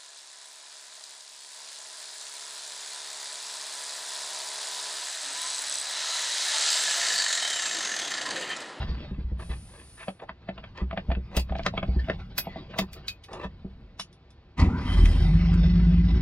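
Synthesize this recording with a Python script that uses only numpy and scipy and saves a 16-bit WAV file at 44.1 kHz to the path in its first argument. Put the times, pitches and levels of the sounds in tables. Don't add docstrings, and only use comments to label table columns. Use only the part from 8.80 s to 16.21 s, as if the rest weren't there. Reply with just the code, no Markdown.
import sys
import numpy as np
from scipy import signal
from scipy.fft import rfft, irfft, next_fast_len
from scipy.io import wavfile
from scipy.ndimage import uniform_filter1d, map_coordinates

SR = 44100
rng = np.random.default_rng(int(sys.argv[2]) if len(sys.argv) > 2 else 0)


def transcribe(signal):
    frames = np.atleast_2d(signal).T
    limited = np.clip(frames, -1, 1)
    pcm = np.round(limited * 32767).astype(np.int16)
    wavfile.write(sys.argv[1], SR, pcm)


N = 326781
T = np.arange(N) / SR

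# frequency in Hz, gain in dB.
AIR_SPECTRUM = [(20, -12.5), (60, 2), (200, -11.5), (700, -22), (4500, -38), (9000, -72.5)]
AIR_DB = -54.5

# start in seconds, length in seconds, rumble level in dB, rubbing level in dB.
MOVES = [(-0.1, 0.12, -29.5, -39), (0.21, 0.54, -41, -60), (1.581, 0.36, -48.5, -56.5),
         (2.012, 0.71, -42, -60.5), (2.74, 0.66, -36.5, -49.5), (3.284, 0.9, -46.5, -51.5),
         (4.474, 0.57, -47, -67)]
# frequency in Hz, gain in dB.
RUMBLE_SPECTRUM = [(20, 4), (62, 5.5), (200, -2), (700, -66.5)]
RUB_SPECTRUM = [(200, 11.5), (600, 2.5), (1500, -3.5), (4800, -11.5), (11000, -73.5)]
MOVE_ATTACK_S, MOVE_RELEASE_DB_PER_S = 0.081, 60
# frequency in Hz, gain in dB.
SLIDE_SPECTRUM = [(5000, -14), (8300, -18.5), (9600, 1.5), (12000, -36)]
SLIDE_START_S, SLIDE_LENGTH_S, SLIDE_DB = 0.574, 0.68, -59

# centre in seconds, length in seconds, dull level in dB, bright level in dB.
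SCRAPES = [(0.01, 1, -67, -55.5), (0.615, 0.057, -43.5, -47.5), (0.718, 0.058, -48, -45),
           (0.972, 0.19, -55.5, -57.5), (1.215, 0.089, -60, -45.5), (1.402, 0.021, -62, -49.5),
           (1.429, 0.053, -42.5, -63), (1.998, 0.11, -47.5, -47), (2.563, 0.11, -41.5, -45),
           (3.998, 0.12, -41, -54.5), (4.547, 0.14, -40.5, -56), (4.634, 0.094, -39, -44.5)]

# time in seconds, sway level in dB, shroud level in dB.
THUDS = [(0.089, -24, -39.5), (0.312, -31, -34.5), (0.383, -30, -36.5), (0.442, -26, -50),
         (0.517, -24, -37.5), (0.695, -27, -37.5), (2.017, -24.5, -28.5), (2.285, -20.5, -33),
         (2.367, -25.5, -34.5), (2.567, -23, -28), (2.705, -23, -36), (3.085, -19.5, -32),
         (3.163, -21.5, -31), (4.016, -41, -30.5), (4.648, -36.5, -37.5), (4.847, -39.5, -36)]
# frequency in Hz, level in dB, t60 in seconds.
COLUMN_LOW = [(62.6, 4.5, 0.31), (82, -10, 0.12)]
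COLUMN_HIGH = [(189.9, 5.8, 0.14)]

# frequency in Hz, width in Hz, gain in dB.
HOUSING = [(662, 47.2, 16.5)]
# frequency in Hz, gain in dB.
BARREL = [(955, 3.5), (1279, -1), (1745, -6.5), (2066, -8.5), (2650, -12.5), (3274, -14.5), (4790, -26.5)]
BARREL_WIDTH_HZ = 290
# time in seconds, level in dB.
PINS = [(1.977, -37.5), (2.766, -45), (2.786, -36), (2.835, -35.5)]
# time in seconds, level in dB.
TICKS = [(0.597, -41), (1.493, -32.5), (1.779, -39), (1.84, -38), (2.111, -36), (2.351, -39.5),
         (2.695, -38.5), (3.583, -30.5), (3.94, -35), (5.196, -37.5)]
# time in seconds, level in dB.
CLUNKS = [(1.282, -31.5), (1.689, -31.5), (2.13, -38.5), (2.175, -27.5), (2.303, -43), (2.316, -31),
          (2.574, -30), (2.723, -38.5), (2.753, -32.5), (2.794, -31), (2.863, -19.5), (2.939, -44.5),
          (2.977, -24.5), (3.029, -30), (3.286, -32.5), (3.299, -23.5), (3.671, -46), (3.76, -54),
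          (3.99, -21)]
CLUNK_DB, HOLLOW_DB, HOLLOW_FOLLOWS = -30, 4, 0.34
TICK_HOLLOW_DB = -4.5

# time in seconds, level in dB, small and large ring in dB relative to it.
JINGLES = [(2.567, -28.5, -14, -18), (2.595, -38.5, -42, -19), (3.58, -27.5, 15.5, -4.5),
           (3.985, -28.5, -18, -21), (4.131, -44, -2, -12), (4.282, -34, -36, 4), (4.305, -61, -30, 4),
           (4.44, -55.5, -34, 1)]
# frequency in Hz, level in dB, t60 in seconds.
SMALL_RING = [(3420, -33, 0.21), (4820, -19.5, 0.069), (12430, -17.5, 0.13), (14870, -28.5, 0.11)]
LARGE_RING = [(2505, -6, 0.14), (3830, 0.5, 0.041), (4520, 1.5, 0.04)]
# time in seconds, level in dB.
LINKS = [(4.438, -55.5), (4.531, -48.5), (5.197, -36), (5.213, -45), (5.328, -61), (5.505, -64)]
# frequency in Hz, level in dB.
CHAIN = [(3460, -3), (5093, -2), (5790, -5), (9383, -7.5)]
CHAIN_T60_S = 0.085

# time in seconds, level in dB, centre in Hz, t60 in seconds.
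KNOCKS = [(5.797, -37.5, 4300, 0.09), (6.2567, -24, 2070, 0.016), (6.7405, -34.5, 1360, 0.023)]
KNOCK_WIDTH_HZ, KNOCK_CUT_HZ = 610, 7800

START_S, SURGE_ATTACK_S, SURGE_HOLD_S, SURGE_RELEASE_DB_PER_S = 5.765, 0.043, 0.066, 148
CRANK_S, CRANK_RELEASE_DB_PER_S = 0.33, 133.5
SURGE_JOLT_DB, CRANK_JOLT_DB, CRANK_PUFF_DB = -25, -34, -20.5
MESH_DB, MESH_RELEASE_DB_PER_S, WHIRR_DB = -31.5, 295, -51
# frequency in Hz, width in Hz, gain in dB.
JOLT = [(71, 36, 1), (200.3, 24, -4.5), (252.4, 25, -3)]
GEARS = [(966, 180, 11), (1330, 210, 3), (1970, 230, 4.5)]
OVERRUN = [(3135, 62, 20)]
OVERRUN_START_S, OVERRUN_HOLD_S, OVERRUN_RELEASE_DB_PER_S, OVERRUN_DB = 6.04, 0.084, 53, -48
# time in seconds, base pitch in Hz before it wavers.
WHINE = [(5.79, 500), (5.94, 951), (6.1, 1030)]
# multiple of the base pitch, mean level in dB.
WHINE_PARTIALS = [(1, -44.5), (1.54, -50)]
WHINE_HOLD_S = 0.23
WHINE_WAVER, WHINE_ROUGH = 0.0253, 1.2

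BOOM_START_S, BOOM_ATTACK_S, BOOM_HOLD_S, BOOM_RELEASE_DB_PER_S = 6.37, 0.08, 0.733, 90.5
BOOM_DB, BOOM_GROWTH_DB_PER_S = -24, 8
THROBS_PER_S, THROB_DB = 17.5, -9
BOOM_HZ, BOOM_SAG_HZ, BOOM_SETTLE_S = 174.9, 28, 0.1495

# time in seconds, firings per second before they waver.
SPEED = [(6.05, 43.4), (6.174, 45.9), (6.28, 39.6), (6.446, 47), (7.09, 54.4), (7.41, 57)]
CYLINDERS_DB = [6, -0.5, 4.5, 1.5]
# frequency in Hz, gain in dB.
EXHAUST_SPECTRUM = [(26, -6.5), (55, 7.5), (78, 11), (128, -9), (165, -1), (280, -15), (375, -18.5),
                    (600, -80.5)]
CLATTER_SPECTRUM = [(400, 3), (650, 5), (1700, 0.5), (5500, -9.5), (7800, -58), (15000, -41)]
INTAKE_SPECTRUM = [(6500, 6), (10000, 13.5), (13000, -14)]
# frequency in Hz, width in Hz, gain in dB.
VALVE_COVER = [(2037, 91, 0.82)]
CATCH_S, CATCH_RISE_S = 5.96, 0.19
FLARE_S, FLARE_WIDTH_S = 6.24, 0.066
TONE_DB, EXHAUST_DB, CLATTER_DB = -19.5, -22, -41
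FLARE_TONE_DB, FLARE_EXHAUST_DB = 9.5, 2
EXHAUST_SETTLE_DB_PER_S, CLATTER_SETTLE_DB_PER_S = 0.85, 5
INTAKE_DB, INTAKE_WIDTH_S = -57, 0.26

SHIFT_WIDTH_HZ, SHIFTS_PER_S = 150, 20
# frequency in Hz, side minus mid in dB.
WIDTH = [(100, -36.5), (300, -16), (1400, -7.5), (2800, 0.5)]
CUTOFF_HZ = 15900


def from_db(db):
    return np.exp(np.asarray(db) * (np.log(10) / 20))


def rms_one(x):
    return x / np.sqrt(np.mean(x ** 2) + 1e-20)


def in_time(rows):
    s, *columns = np.transpose(rows)
    return [np.interp(T, s, c) for c in columns]


def colour(x, spectrum):
    size = next_fast_len(N + SR // 10)
    hz, db = np.transpose(spectrum)
    bins = np.maximum(np.arange(size // 2 + 1) * SR / size, 1)
    gain = from_db(np.interp(np.log(bins), np.log(hz), db))
    return irfft(rfft(x, size) * gain, size)[..., :N]


def band(x, edges_hz, kind):
    sections = signal.butter(2, edges_hz, kind, fs=SR, output="sos")
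    return signal.sosfilt(sections, x + 1e-18)


def drift(rate):
    knots = rng.standard_normal(2000)
    return rms_one(np.interp(T * rate, np.arange(len(knots)), knots))


def grains(spread_db):
    hiss = rng.standard_normal(N)
    sizes = np.repeat(rng.standard_normal(N // 32 + 1), 32)[:N]
    return rms_one(hiss * from_db(spread_db * sizes))


def shifting(x, spread_db, size=512):
    hz, s, cells = signal.stft(x, SR, nperseg=size)
    places = np.meshgrid(hz / SHIFT_WIDTH_HZ, s * SHIFTS_PER_S, indexing="ij")
    chance = rng.standard_normal((size, size))
    db = spread_db * map_coordinates(chance, places, order=1, mode="wrap")
    return rms_one(signal.istft(cells * from_db(db), SR)[1][:N])


def resonate(x, peaks):
    out = 0
    for k, (hz, width, db) in enumerate(peaks):
        r = np.exp(-np.pi * width / SR)
        poles = [1, -2 * r * np.cos(2 * np.pi * hz / SR), r * r]
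        gain = (-1) ** k * from_db(db) * (1 - r * r) / 2
        out = out + gain * signal.lfilter([1, 0, -1], poles, x + 1e-18)
    return out


def clicks(times, db):
    out = np.zeros(N)
    out[(times * SR).astype(int)] = from_db(db)
    return out


def strike(times, db, modes):
    out = 0
    for hz, mode_db, t60 in modes:
        r, w = 1e-3 ** (1 / (t60 * SR)), 2 * np.pi * hz / SR
        hits = clicks(times, db + mode_db + 2 * rng.standard_normal(len(times)))
        out = out + signal.lfilter([0, np.sin(w)], [1, -2 * r * np.cos(w), r * r], hits + 1e-18)
    return out


def dying(times, db, t60):
    hits = clicks(times, db) + 1e-18
    fall = signal.lfilter([1], [1, -1e-3 ** (1 / (t60 * SR))], hits)
    lead_in = signal.lfilter([1], [1, -np.exp(-1 / (0.006 * SR))], hits[::-1])[::-1]
    return uniform_filter1d(np.maximum(fall, 0.22 * lead_in), size=70)


def even(x, span):
    power = uniform_filter1d(x * x, max(int(span * SR), 2))
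    return x / np.sqrt(np.abs(power) + 1e-12)


def envelope(start, attack, hold, release_db_per_s):
    rise = np.sin(np.pi / 2 * np.clip((T - start) / attack, 0, 1)) ** 2
    drop_db = release_db_per_s * np.maximum(T - start - attack - hold, 0)
    return rise * from_db(-np.minimum(drop_db, 200))


def swell(peak_s, width_s):
    return np.exp(-np.minimum(((T - peak_s) / width_s) ** 2, 50))


def still_air():
    return from_db(AIR_DB) * rms_one(colour(rng.standard_normal(N), AIR_SPECTRUM))


def handling():
    start, length, rumble_db, rub_db = np.transpose(MOVES)
    moves = np.array([envelope(s, MOVE_ATTACK_S, span - MOVE_ATTACK_S, MOVE_RELEASE_DB_PER_S)
                      for s, span in zip(start, length)])
    rumble_gain = np.max(from_db(rumble_db)[:, None] * moves, axis=0)
    rub_gain = np.max(from_db(rub_db)[:, None] * moves, axis=0)
    rumble = rumble_gain * even(colour(rng.standard_normal(N), RUMBLE_SPECTRUM), 0.022)
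    rubbing = rms_one(colour(shifting(grains(spread_db=2.5), spread_db=6.5), RUB_SPECTRUM))
    rub = rub_gain * from_db(4.04 * drift(35)) * rubbing
    sliding = envelope(SLIDE_START_S, attack=0.04, hold=SLIDE_LENGTH_S, release_db_per_s=193)
    slide = from_db(SLIDE_DB) * sliding * rms_one(colour(rng.standard_normal(N), SLIDE_SPECTRUM))
    return rumble + rub + slide


def housing(x):
    return resonate(x, HOUSING + [(hz, BARREL_WIDTH_HZ, db) for hz, db in BARREL])


def scrapes():
    friction = shifting(rng.standard_normal(N), spread_db=4.5) * from_db(3.7 * drift(130))
    dull = even(band(friction, [230, 850], "band"), 0.055)
    bright = even(band(housing(friction), [1500, 5200], "band"), 0.065)
    out = np.zeros(N)
    for s, length, dull_db, bright_db in SCRAPES:
        on = np.abs(T - s) < length / 2
        stroke = np.cos(np.pi * (T[on] - s) / length)
        out[on] += stroke * (from_db(dull_db) * dull[on] + from_db(bright_db) * bright[on])
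    return out


def lock_contacts():
    clunks = [(s, db, HOLLOW_DB - (1 - HOLLOW_FOLLOWS) * (db - CLUNK_DB)) for s, db in CLUNKS]
    return clunks + [(s, db, TICK_HOLLOW_DB) for s, db in TICKS]


def steering_column():
    s, db, shroud_db = np.transpose(THUDS)
    snap_s, snap_db, hollow = np.transpose(lock_contacts())
    sway = band(strike(s, db, COLUMN_LOW), 110, "low")
    bump_s, bump_db = np.r_[s, snap_s], np.r_[shroud_db, snap_db + hollow - 9]
    patting = even(band(shifting(rng.standard_normal(N), spread_db=5.5), [180, 400], "band"), 0.018)
    pat = patting * dying(bump_s, bump_db - 3.5, t60=0.11)
    return sway + band(strike(bump_s, bump_db, COLUMN_HIGH) + pat, 650, "low")


def pins():
    s, db = np.transpose(PINS)
    click = band(band(rng.standard_normal(N), [1900, 4700], "band"), 5000, "low")
    return rms_one(click) * dying(s, db, t60=0.008)


def snaps(rows, t60, body_t60, body_db, middle_db, edge_db):
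    s, db, hollow = np.transpose(rows)
    chatter = shifting(grains(spread_db=3.5), spread_db=3.5)
    ringing = housing(chatter)
    body = even(band(ringing, [450, 900], "band"), 0.0086)
    middle = even(band(band(ringing, [1100, 4600], "band"), 5200, "low"), 0.027)
    edge = rms_one(band(chatter, [3800, 6500], "band"))
    brightness_db = 4.3 * (db - db.max())
    return (body * dying(s, db + hollow + body_db, body_t60)
            + middle * dying(s, db + middle_db, t60)
            + edge * dying(s, db + brightness_db + edge_db, t60))


def key_ring():
    s, db, small, large = np.transpose(JINGLES)
    link_s, link_db = np.transpose(LINKS)
    clash = shifting(grains(spread_db=3), spread_db=6.5)
    rattling = rms_one(band(band(clash, [2000, 6200], "band"), 12000, "low"))
    rattle = rattling * dying(np.r_[s, link_s], np.r_[db, link_db], t60=0.075)
    sizzling = rms_one(band(clash, [11500, 15500], "band"))
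    sizzle = sizzling * dying(s, db + 0.22 * small - 7.5, t60=0.11)
    chain = strike(link_s, link_db, [(hz, mode_db, CHAIN_T60_S) for hz, mode_db in CHAIN])
    rings = strike(s, db + small, SMALL_RING) + strike(s, db + large, LARGE_RING)
    return rattle + sizzle + chain + rings


def knocks():
    crack = rng.standard_normal(N)
    out = 0
    for s, db, hz, t60 in KNOCKS:
        pitched = band(resonate(crack, [(hz, KNOCK_WIDTH_HZ, 0)]), KNOCK_CUT_HZ, "low")
        out = out + rms_one(pitched) * dying(np.array([s]), db, t60)
    return out


def surge():
    return envelope(START_S, SURGE_ATTACK_S, SURGE_HOLD_S, SURGE_RELEASE_DB_PER_S)


def whine():
    hz, = in_time(WHINE)
    turns = np.cumsum(hz * (1 + WHINE_WAVER * drift(45))) / SR
    partials = 0
    for multiple, db in WHINE_PARTIALS:
        gain = from_db(db + 4.1 * drift(60))
        partials = partials + gain * np.sin(2 * np.pi * multiple * turns + WHINE_ROUGH * drift(200))
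    return partials * envelope(START_S, SURGE_ATTACK_S, WHINE_HOLD_S, CRANK_RELEASE_DB_PER_S)


def starter():
    cranking = envelope(START_S, SURGE_ATTACK_S, CRANK_S, CRANK_RELEASE_DB_PER_S)
    meshing = envelope(START_S, SURGE_ATTACK_S, 0, MESH_RELEASE_DB_PER_S)
    outrun = envelope(OVERRUN_START_S, SURGE_ATTACK_S, OVERRUN_HOLD_S, OVERRUN_RELEASE_DB_PER_S)
    teeth = grains(spread_db=2.5)
    jolt_gain = from_db(SURGE_JOLT_DB) * surge() + from_db(CRANK_JOLT_DB) * cranking
    jolt = jolt_gain * even(band(resonate(rng.standard_normal(N), JOLT), 330, "low"), 0.055)
    whirr_gain = from_db(MESH_DB) * meshing + from_db(WHIRR_DB) * cranking
    whirr = whirr_gain * even(band(resonate(teeth, GEARS), 5800, "low"), 0.0072)
    overrun = from_db(OVERRUN_DB) * outrun * rms_one(resonate(teeth, OVERRUN))
    return jolt + whirr + whine() + overrun


def panel_boom():
    age = np.maximum(T - BOOM_START_S, 0)
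    turns = np.cumsum(BOOM_HZ - BOOM_SAG_HZ * np.exp(-age / BOOM_SETTLE_S)) / SR
    main = np.sin(2 * np.pi * turns + 0.57 * drift(25))
    lower = np.sin(2 * np.pi * (turns - THROBS_PER_S * T) + 0.88 * drift(20))
    gain = from_db(BOOM_DB + BOOM_GROWTH_DB_PER_S * age + drift(30))
    drone = gain * (main + from_db(THROB_DB) * lower)
    return drone * envelope(BOOM_START_S, BOOM_ATTACK_S, BOOM_HOLD_S, BOOM_RELEASE_DB_PER_S)


def engine():
    rate, = in_time(SPEED)
    age = np.maximum(T - CATCH_S, 0)
    running, flare = np.minimum(age / CATCH_RISE_S, 1), swell(FLARE_S, FLARE_WIDTH_S)
    firings = np.cumsum(rate * (1 + 0.0286 * drift(25))) / SR
    times = T[np.flatnonzero(np.diff(np.floor(firings)))]
    uneven_db = 7.4 * rng.uniform(-1.3, 1, len(times))
    pulses = clicks(times, np.resize(CYLINDERS_DB, len(times)) + uneven_db)

    gas = rms_one(pulses) + 1.05 * rng.standard_normal(N)
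    blowing_db = EXHAUST_DB + FLARE_EXHAUST_DB * flare - EXHAUST_SETTLE_DB_PER_S * age
    blowing = running ** 2 * from_db(blowing_db)
    puffing = from_db(CRANK_PUFF_DB) * surge()
    exhaust = (blowing + puffing) * even(colour(gas, EXHAUST_SPECTRUM), 0.2)
    tone = running ** 2 * from_db(TONE_DB + FLARE_TONE_DB * flare) * np.sin(2 * np.pi * firings)

    beat_db = 1.2 * np.cos(2 * np.pi * firings) + 1.87 * drift(97)
    valves = shifting(grains(spread_db=1.5), spread_db=4.5) * from_db(beat_db)
    covered = rms_one(colour(valves + resonate(valves, VALVE_COVER), CLATTER_SPECTRUM))
    clatter = np.sqrt(running) * from_db(CLATTER_DB - CLATTER_SETTLE_DB_PER_S * age) * covered
    breath = running * from_db(INTAKE_DB) * swell(FLARE_S, INTAKE_WIDTH_S)
    intake = breath * rms_one(colour(valves, INTAKE_SPECTRUM))
    return exhaust + tone + clatter + intake


def cabin(x, t60, wet_db):
    t = T[:SR // 2]
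    echoes = rng.standard_normal(len(t)) * from_db(-60 * t / t60) * (t > .004)
    echoes = band(echoes / np.sqrt(np.sum(echoes ** 2)), [350, 7000], "band")
    return x + from_db(wet_db) * signal.fftconvolve(x, echoes)[:N]


def two_ports(x, diffuse):
    scatter = rng.standard_normal(SR // 40)
    scattered = signal.fftconvolve(x, scatter / np.linalg.norm(scatter))[:N]
    leading = -signal.hilbert(x, next_fast_len(N + SR // 10))[:N].imag
    side = colour((leading + diffuse * scattered) / np.hypot(1, diffuse), WIDTH)
    return np.array([x + side, x - side])


def scene():
    snapping = snaps(lock_contacts(), t60=0.033, body_t60=0.038, body_db=3.5, middle_db=4.5, edge_db=-13.5)
    lock = snapping + pins()
    hands = handling() + scrapes() + steering_column() + lock + key_ring()
    motor = knocks() + starter() + panel_boom() + engine()
    return two_ports(cabin(still_air() + hands + motor, t60=0.082, wet_db=-7.0), diffuse=0.52)


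def record(dry):
    top_cut = signal.ellip(10, .1, 80, CUTOFF_HZ, fs=SR, output="sos")
    return signal.sosfilt(top_cut, band(dry, 22, "high"))


dry = scene()
out = record(dry)
transcribe(out)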